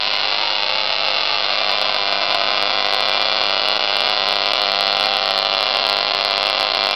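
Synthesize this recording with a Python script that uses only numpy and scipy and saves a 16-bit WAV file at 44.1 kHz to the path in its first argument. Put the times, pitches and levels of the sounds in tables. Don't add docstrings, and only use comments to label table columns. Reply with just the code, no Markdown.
import sys
import numpy as np
from scipy import signal
from scipy.fft import rfft, irfft, next_fast_len
from scipy.io import wavfile
from scipy.ndimage import map_coordinates

SR = 44100
rng = np.random.default_rng(int(sys.argv[2]) if len(sys.argv) > 2 else 0)


def output_pcm(signal):
    pcm = np.clip(np.atleast_2d(signal).T, -1, 1) * 32767
    wavfile.write(sys.argv[1], SR, np.round(pcm).astype(np.int16))


N = 306495

FIRING_HZ = 99.93
LAG = .40
CEILING = .71
RISE_S = .0002
# (time [s], mean bang [dB re ceiling], thump re crack at the ceiling [dB], closeness [0-1])
COIL = [(0, -2.5, -1, 0.34), (.6, -3, 0, 0.39), (1.2, -2, 2, 0.4), (2, -2, 2.5, 0.57),
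        (2.6, -0.5, 3.5, 0.61), (3.5, -0.3, -2, 0.83), (4.5, 0.6, -1, 0.74), (5.5, -1, -0.5, 0.83),
        (6.95, -0.7, 1, 0.72)]
# (time [s], centre [Hz], width [Hz], level [dB])
SINKING = [(.1, 975, 73, 8.5), (.45, 923, 108.4, 8.5), (.75, 866, 71.5, 6.5), (1.3, 840, 80.6, -4)]
SINKING_END_S = 1.8
# (frequency [Hz], gain [dB])
BAND_EDGE = [(20, -26), (250, 0), (450, 4.5), (550, 2), (4800, 4), (5200, -0.5), (5600, -8.5),
             (5800, -17.5), (6000, -19), (6400, -44.5), (7000, -75.5), (22050, -120)]


def amp(db):
    return 10 ** (np.asarray(db) / 20)


def along(points, hz):
    f, v = np.transpose(points)
    return np.interp(np.log(hz + 1), np.log(f + 1), v)


def read(rows, s):
    at, *columns = np.transpose(rows)
    return [np.interp(s, at, column) for column in columns]


def filtered(x, response):
    size = 2 * next_fast_len(N // 2 + SR // 4)
    hz = np.fft.rfftfreq(size, 1 / SR)
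    return irfft(rfft(x, size) * response(hz), size)[..., :N]


def resonances(modes):
    return lambda f: sum(amp(db) * 1j * f * w / (hz * hz - f * f + 1j * f * w) for hz, w, db in modes)


def causal(points):
    def response(hz):
        cepstrum = irfft(along(points, hz) * np.log(10) / 20)
        half = len(cepstrum) // 2
        return np.exp(rfft(cepstrum * np.r_[1, np.full(half - 1, 2), 1, np.zeros(half - 1)]))
    return response


def pulses(s, size):
    at = s * SR
    taps = np.floor(at)[:, None] + np.arange(-7, 9)
    offset = taps - at[:, None]
    shape = np.sinc(offset) * np.cos(np.pi * offset / 16) ** 2
    index = np.clip(taps, 0, N).astype(int).ravel()
    return np.bincount(index, (size[:, None] * shape).ravel(), N + 1)[:N]


def height(response):
    click = filtered(signal.unit_impulse(N), lambda hz: response(hz) * causal(BAND_EDGE)(hz))
    return click[:round(2 * RISE_S * SR)].max()


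def firings():
    # (time [s], level [dB over the ceiling])
    hard_bangs = [(0.6338, 0.1), (1.0846, 1.2), (1.6944, 0.9), (1.815, 1.8), (1.9448, 0.9), (2.1253, 0.8),
                  (2.3051, 1.3), (2.3463, 2.1), (2.5051, 0.8), (2.6257, 2.5), (2.7862, 1.3), (2.8461, 1.4),
                  (2.8659, 1.6), (2.926, 2.0), (2.936, 2.0), (2.9462, 2.5), (3.0062, 1.8), (3.0857, 1.9),
                  (3.0957, 1.9), (3.1463, 1.5), (3.2159, 1.9), (3.2856, 1.8), (3.3258, 1.3), (3.4373, 1.7),
                  (3.4964, 1.5), (3.6859, 1.4), (3.766, 1.8), (3.9674, 2.1), (4.006, 1.7), (4.0972, 1.8),
                  (4.287, 2.0), (4.3084, 1.5), (4.3265, 2.1), (4.3666, 1.4), (4.458, 1.4), (4.5344, 2.4),
                  (4.6176, 2.2), (4.6874, 1.6), (4.7179, 1.4), (4.8083, 2.8), (4.8273, 1.6), (4.8679, 1.6),
                  (4.8781, 1.6), (4.9274, 1.9), (4.9682, 2.0), (4.9978, 1.7), (5.0088, 2.6), (5.0278, 1.9),
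                  (5.0385, 1.4), (5.0577, 1.5), (5.068, 1.9), (5.1375, 1.7), (5.1683, 2.4), (5.2776, 1.6),
                  (5.3081, 2.3), (5.3775, 1.7), (5.3882, 1.3), (5.4276, 1.9), (5.4491, 1.6), (5.5379, 1.6),
                  (5.5487, 1.5), (5.6078, 2.3), (5.6279, 1.6), (5.6671, 1.6), (5.7478, 1.6), (5.7697, 2.3),
                  (5.7973, 1.4), (5.8504, 1.5), (5.8672, 2.2), (5.8977, 2.7), (5.9281, 2.3), (5.9682, 1.9),
                  (5.9876, 2.1), (6.0288, 1.8), (6.1485, 2.5), (6.2099, 1.5), (6.249, 2.7), (6.3186, 1.3),
                  (6.3791, 2.4), (6.4295, 2.1), (6.4688, 2.3), (6.4992, 2.2), (6.5984, 1.7), (6.6089, 2.1),
                  (6.6286, 2.4), (6.7487, 2.3), (6.7707, 1.9), (6.8386, 1.8), (6.8488, 1.4), (6.8698, 2.6),
                  (6.8895, 1.5), (6.9105, 2.4)]
    # (time [s], level [dB re ceiling])
    double_bangs = [(0.0775, -3.2), (0.1371, -1.2), (0.3263, -0.4), (0.3465, -2.2), (0.387, -3.3),
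                    (0.4159, -2.0), (0.4366, -2.2), (0.4574, -2.5), (0.5062, -1.9), (0.5558, -3.4),
                    (0.6973, -0.9), (0.7372, -3.6), (0.7869, -2.1), (0.8771, -3.5), (0.906, -2.2),
                    (0.927, -1.7), (1.0067, -2.2), (1.148, -2.7), (1.1688, -2.7), (1.1861, -1.2),
                    (1.208, -1.2), (1.3272, -2.8), (1.3979, -3.2), (1.4467, -1.4), (1.5068, -2.7),
                    (1.5878, -2.9), (1.617, -3.2), (1.6971, -3.1), (1.7273, -3.2), (1.8973, -3.4),
                    (1.948, -3.1), (2.31, -1.9), (2.3271, -1.6), (2.418, -1.2), (2.5175, -0.3),
                    (2.5581, -4.9), (2.6787, -3.8), (2.7091, -3.7), (2.7388, -4.0), (2.8089, -5.3),
                    (2.9692, -3.9), (3.0296, -3.9), (3.0597, -3.0), (3.1599, -3.9), (3.178, -2.8),
                    (3.2284, -5.3), (3.2585, -2.4), (3.3305, -5.1), (3.3688, -1.6), (3.4177, -1.4),
                    (3.5988, -4.8), (3.6397, -4.5), (3.7202, -5.3), (3.7973, -8.5), (4.0096, -5.2),
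                    (4.0503, -2.4), (4.0785, -3.7), (4.1391, -3.5), (4.1796, -5.5), (4.2996, -3.7),
                    (4.5193, -2.0), (4.5379, -1.0), (4.5699, -2.9), (4.5982, -1.4), (4.6493, -5.0),
                    (5.0902, -3.4), (5.1503, -2.9), (5.5804, -2.5), (5.6415, -5.6), (5.6795, -3.6),
                    (5.7112, -2.6), (5.7599, -2.3), (5.8009, -5.6), (5.8296, -2.3), (6.0811, -3.6),
                    (6.1203, -3.6), (6.1387, -3.5), (6.2004, -1.9), (6.2804, -4.1), (6.5514, -2.9),
                    (6.5816, -3.1), (6.6416, -3.9), (6.7208, -3.8), (6.7385, -2.8), (6.7603, -2.9),
                    (6.942, -5.5)]
    skipped = [3.787, 4.527, 6.128, 6.729]
    # (time [s], chance [0-1])
    twice_chance = [(0, .8), (1.3, .6), (1.6, .2), (2.5, .12), (2.7, .04)]
    # (time [s], level [dB re ceiling])
    usual_top = [(1, -2), (2.7, .6)]
    # (time [s], mean moment [share of a half-cycle], scatter [share of a half-cycle])
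    timing = [(0, .41, .028), (1.2, .37, .028), (3, .39, .045), (6.95, .40, .06)]
    # (time [s], gain for one scatter of delay [dB])
    later_gain = [(2.5, 0), (4, .9)]
    early, late = .055, .085
    spread_db, drain = 1.5, .6
    second_mean_db, second_spread_db = -3, 2.2
    strong_wait_s = .0028
    recharge_s, recharge_spread_s, recharge_min_s = .0031, .0006, .0022

    cycle = np.arange(int(N / SR * FIRING_HZ))
    cycle_s = cycle / FIRING_HZ
    luck, spread = rng.random(len(cycle)), rng.standard_normal((len(cycle), 4))
    level_db = read(COIL, cycle_s)[0]
    twice, = read(twice_chance, cycle_s)
    top_db, = read(usual_top, cycle_s)

    def slot(s, lag):
        return np.clip(np.round(s * FIRING_HZ - lag).astype(int), 0, len(cycle) - 1)

    hard, hard_db = np.transpose(hard_bangs)
    double, double_db = np.transpose(double_bangs)
    at_hard, at_double = slot(hard, LAG), slot(double, LAG + .2)

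    listed = np.isin(cycle, at_double)
    again = (luck < twice) & ~np.roll(listed, 1) & ~np.roll(listed, -1)
    for k in cycle[1:]:
        again[k] &= ~again[k - 1]
    again[at_double] = True

    moment, scatter = read(timing, cycle_s)
    stray = np.where(spread[:, 0] > 0, 1.3, .7)
    delay = np.where(again, -abs(spread[:, 0]) / 2, spread[:, 0] * stray)
    shift = scatter * delay - early * again + late * np.roll(again, 1)
    first = (cycle + moment + shift) / FIRING_HZ

    level_db = level_db + read(later_gain, first)[0] * delay
    surplus = spread[:, 1] - drain * np.roll(spread[:, 1] + again, 1)
    first_db = np.minimum(level_db + spread_db * np.minimum(surplus, 1), top_db)
    recharge = np.maximum(recharge_s + recharge_spread_s * spread[:, 2], recharge_min_s)
    first[at_double] = np.minimum(first[at_double], double - strong_wait_s)
    first[at_hard], first_db[at_hard] = hard, hard_db

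    second = first + recharge
    second_db = np.minimum(level_db + second_mean_db + second_spread_db * spread[:, 3], level_db)
    second[at_double], second_db[at_double] = double, double_db

    fired = ~np.isin(cycle, np.setdiff1d(slot(np.array(skipped), LAG), at_hard))
    times = np.r_[first[fired], second[again]] - RISE_S
    return times, np.r_[first_db[fired], second_db[again]]


def bangs():
    # (centre [Hz], width [Hz], level [dB])
    near_port, far_port = [(2840, 1360, -3.5), (4110, 530, -4.5)], [(2730, 2500, 2), (3900, 1400, -5)]
    # (centre [Hz], width [Hz], level [dB])
    near_body = [(292, 920, -6), (721, 347, 5), (950, 3900, -7)]
    # (time [s], mean level re the bang [dB])
    streamers = [(0, -19), (1, -19), (4, -12.5), (5, -7.5), (6.95, -6.5)]
    snap_delay_s, snap_jitter_s, snap_spread_db = .00029, .00004, 2

    s, db = firings()
    luck = rng.standard_normal((len(s), 3))
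    _, thump_db, closeness = read(COIL, s)
    times, gains = paths(s)
    heat = amp(thump_db + 0.46 * db + 0.98 * luck[:, 0])
    low = np.interp(closeness, [0, 1], [height(far_thump), height(resonances(near_body))])
    for share, row in zip(stations(s), SINKING):
        low += share * height(resonances([row[1:]]))
    high = np.interp(closeness, [0, 1], [height(resonances(far_port)), height(resonances(near_port))])
    sharp = CEILING * amp(db) / (high + heat * low)

    snap_db, = read(streamers, s)
    late = np.resize(snap_delay_s + snap_jitter_s * luck[:, 1], len(times))
    snap = np.resize(sharp * amp(snap_db + snap_spread_db * luck[:, 2]), len(times)) * gains
    crack = pulses(times, np.resize(sharp, len(times)) * gains) + pulses(times + late, snap)
    thump = pulses(times, np.resize(sharp * heat, len(times)) * gains)

    close = np.clip(read(COIL, np.arange(N) / SR)[2], 0, 1)
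    body = filtered(close * thump, resonances(near_body)) + filtered((1 - close) * thump, far_thump)
    port = filtered(close * crack, resonances(near_port))
    port += filtered((1 - close) * crack, resonances(far_port))
    return -(port + body + sinking_resonance(thump) + bowl_rings(s, sharp))


def paths(s):
    # (time [s], level [dB])
    wall_level = [(0, -9), (1, -7.5), (1.9, -5.5), (2.9, -7), (3.8, -6), (4.6, -7.5), (6.95, -8)]
    wall_delay_s = .00144
    # (time [s], then six pairs of delay [ms], level [dB])
    near_surfaces = [(.1, .73, -16, 3, -17.5, 2.8, -25, 2.7, -20.5, 4.7, -16.5, 7.7, -13),
                     (.5, .73, -17, 2.11, -11.5, 2.3, -20, 3.2, -12.5, 5.3, -23, 6.3, -29),
                     (.95, .75, -15, 1.6, -25, 2.23, -14.5, 3.2, -17, 4.7, -29.5, 5.7, -32),
                     (1.3, .73, -16, 2.2, -15, 2.3, -16, 3.27, -12.5, 5.4, -26, 6.8, -15),
                     (1.7, .75, -27, 1.6, -17, 2.64, -22, 3.33, -15.5, 4.8, -19, 9.9, -9),
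                     (2.15, .75, -26, 2.23, -27.5, 2.83, -20.5, 3.36, -17.5, 5.44, -23, 6.6, -17),
                     (2.55, 0.8, -18.5, 2.4, -24, 3.27, -16, 3.38, -20.5, 5.42, -23.5, 7.6, -15),
                     (2.9, 0.934, -18.5, 1.9, -14.5, 2.7, -18, 3, -20, 5.53, -17.5, 7.4, -17),
                     (3.3, .9, -28, 2.09, -19, 3.2, -28, 3.47, -22, 5.51, -15, 9.5, -22),
                     (3.75, 0.76, -27, 2.09, -18, 3.54, -12.5, 2.8, -19, 5.1, -20.5, 9.7, -16),
                     (4.3, .92, -22.5, 2.02, -20, 3.02, -13.5, 2.1, -43, 5, -20.5, 7.15, -23),
                     (4.9, .94, -17, 1.4, -16, 3, -19, 1.8, -28.5, 5.16, -21.5, 7.5, -17.5),
                     (5.8, 0.98, -16.5, 1.863, -12.5, 2.93, -17.5, 3.7, -26, 5.14, -16.5, 7.4, -17),
                     (6.95, 0.95, -15.5, 1.84, -15.5, 2.92, -17, 3, -22, 4.9, -25.5, 7.55, -15)]
    moving = np.array(read(near_surfaces, s))
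    times = np.r_[s, s + wall_delay_s, (s + moving[::2] / 1000).ravel()]
    gains = np.r_[np.ones(len(s)), amp(read(wall_level, s)[0]), amp(moving[1::2]).ravel()]
    return times, gains


def far_thump(hz, cut_hz=420):
    # (centre [Hz], width [Hz], level [dB])
    far_body = [(640, 210, 3)]
    return resonances(far_body)(hz) * (1j * hz / (cut_hz + 1j * hz)) ** 2


def stations(s):
    at = [row[0] for row in SINKING] + [SINKING_END_S]
    return [np.interp(s, at, share) for share in np.eye(len(at))[:-1]]


def sinking_resonance(thump):
    shares = stations(np.arange(N) / SR)
    return sum(filtered(share * thump, resonances([row[1:]])) for share, row in zip(shares, SINKING))


def bowl_rings(s, sharp):
    # (centre [Hz], width of each of two cascaded resonators [Hz])
    bowl_modes = [(535, 25), (1012.5, 123), (1156, 230), (2379, 110), (2900, 90), (3420, 330)]
    # (time [s], level of each of six rings [dB])
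    bowl_levels = [(0, 7, -10, -10.5, -4.5, -16.5, -14.5), (1.3, 3.5, -1.5, 2.5, -3, -20.5, -17),
                   (1.9, -1, 9.5, -0.5, 4.5, -11, -15), (3.2, -11, 5.5, 1.5, 4.5, -7.5, -4),
                   (3.6, -8.5, 3, -2.5, -0.5, -2.5, -14), (6.95, -11, 0.5, -2, 2.5, -18, -11.5)]
    ring = np.zeros(N)
    for (hz, width), db in zip(bowl_modes, read(bowl_levels, s)):
        mode = resonances([(hz, width, 0)])
        ring += filtered(pulses(s, sharp * amp(db)), lambda f: mode(f) ** 2)
    return ring


def room(x):
    # (frequency [Hz], 60 dB decay time [s], relative level [dB])
    room_bands = [(100, 0.091, -5), (250, 0.18, 2.5), (580, 0.18, 1.5), (1650, 0.7, -0.5), (3160, 0.7, -2),
                  (4600, 0.93, -14.5), (6060, 0.29, -5)]
    # (time [s], gain [dB])
    room_gain = [(1, -11), (2, -12), (3, -13.7), (4, -14.7), (5.2, -14.8)]
    stance_s = .29
    marks, wet = np.r_[0:N:round(stance_s * SR), N], np.zeros(N + SR)
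    for start, end in zip(marks[:-1], marks[1:]):
        hz, t, noise = signal.stft(rng.standard_normal(SR // 2), SR, nperseg=256)
        t60, level_db = read(room_bands, hz[:, None])
        tail = signal.istft(noise * amp(level_db - 60 * t / t60), SR, nperseg=256)[1]
        tail = np.pad(tail / 20, (round(.003 * SR), 0))
        part = signal.fftconvolve(x[start:end], tail)
        wet[start:start + len(part)] += part
    return wet[:N] * amp(read(room_gain, np.arange(N) / SR)[0])


def hum():
    # (multiple of the firing rate, relative level [dB])
    harmonics = [(1, 0), (2, -14), (3, -7), (4, -3)]
    # (time [s], mean level of the fundamental [dB rms])
    hum_level = [(0, -58.5), (2.6, -57), (3.5, -65), (6.95, -63.5)]
    # (frequency [Hz], relative density [dB per Hz])
    rumble_spectrum = [(12, 5), (22, 12), (35, 6.5), (60, 2), (200, -7.5), (260, -11), (440, -120)]
    # (time [s], level [dB rms])
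    rumble_level = [(1, -39), (2.6, -39), (3.3, -42), (4.5, -43.5), (6.5, -40.5)]
    waver_depth_db, waver_rate = 1.5, 7.7
    t = np.arange(N) / SR
    line = np.zeros(N)
    for k, db in harmonics:
        waver_db = waver_depth_db * map_coordinates(rng.standard_normal(99), [t * waver_rate])
        phase = 2 * np.pi * k * (FIRING_HZ * t - LAG)
        line += np.sqrt(2) * amp(db + waver_db) * np.sin(phase)
    rumble = filtered(rng.standard_normal(N), lambda hz: amp(along(rumble_spectrum, hz)))
    rumble /= rumble.std()
    return amp(read(hum_level, t)[0]) * line + amp(read(rumble_level, t)[0]) * rumble


def scene():
    bass_cut_hz = 91
    direct = filtered(bangs(), lambda hz: 1j * hz / (bass_cut_hz + 1j * hz))
    return (direct + room(direct) + hum())[None]


def record(dry):
    converter_hz = 11025
    mirror_db, mirror_hz = -2, 5700
    knee, top_hz = 40, 15950
    below = filtered(dry, causal([(20, 0), (mirror_hz - 400, 0), (mirror_hz, -6), (7000, -40)]))
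    mirror = amp(mirror_db) * below * np.cos(2 * np.pi * converter_hz * np.arange(N) / SR)
    narrow = filtered(dry + mirror, causal(BAND_EDGE)) + .0045
    clipped = narrow / (1 + abs(narrow / CEILING) ** knee) ** (1 / knee)
    return filtered(clipped, lambda hz: hz < top_hz)


dry = scene()
out = record(dry)
output_pcm(out)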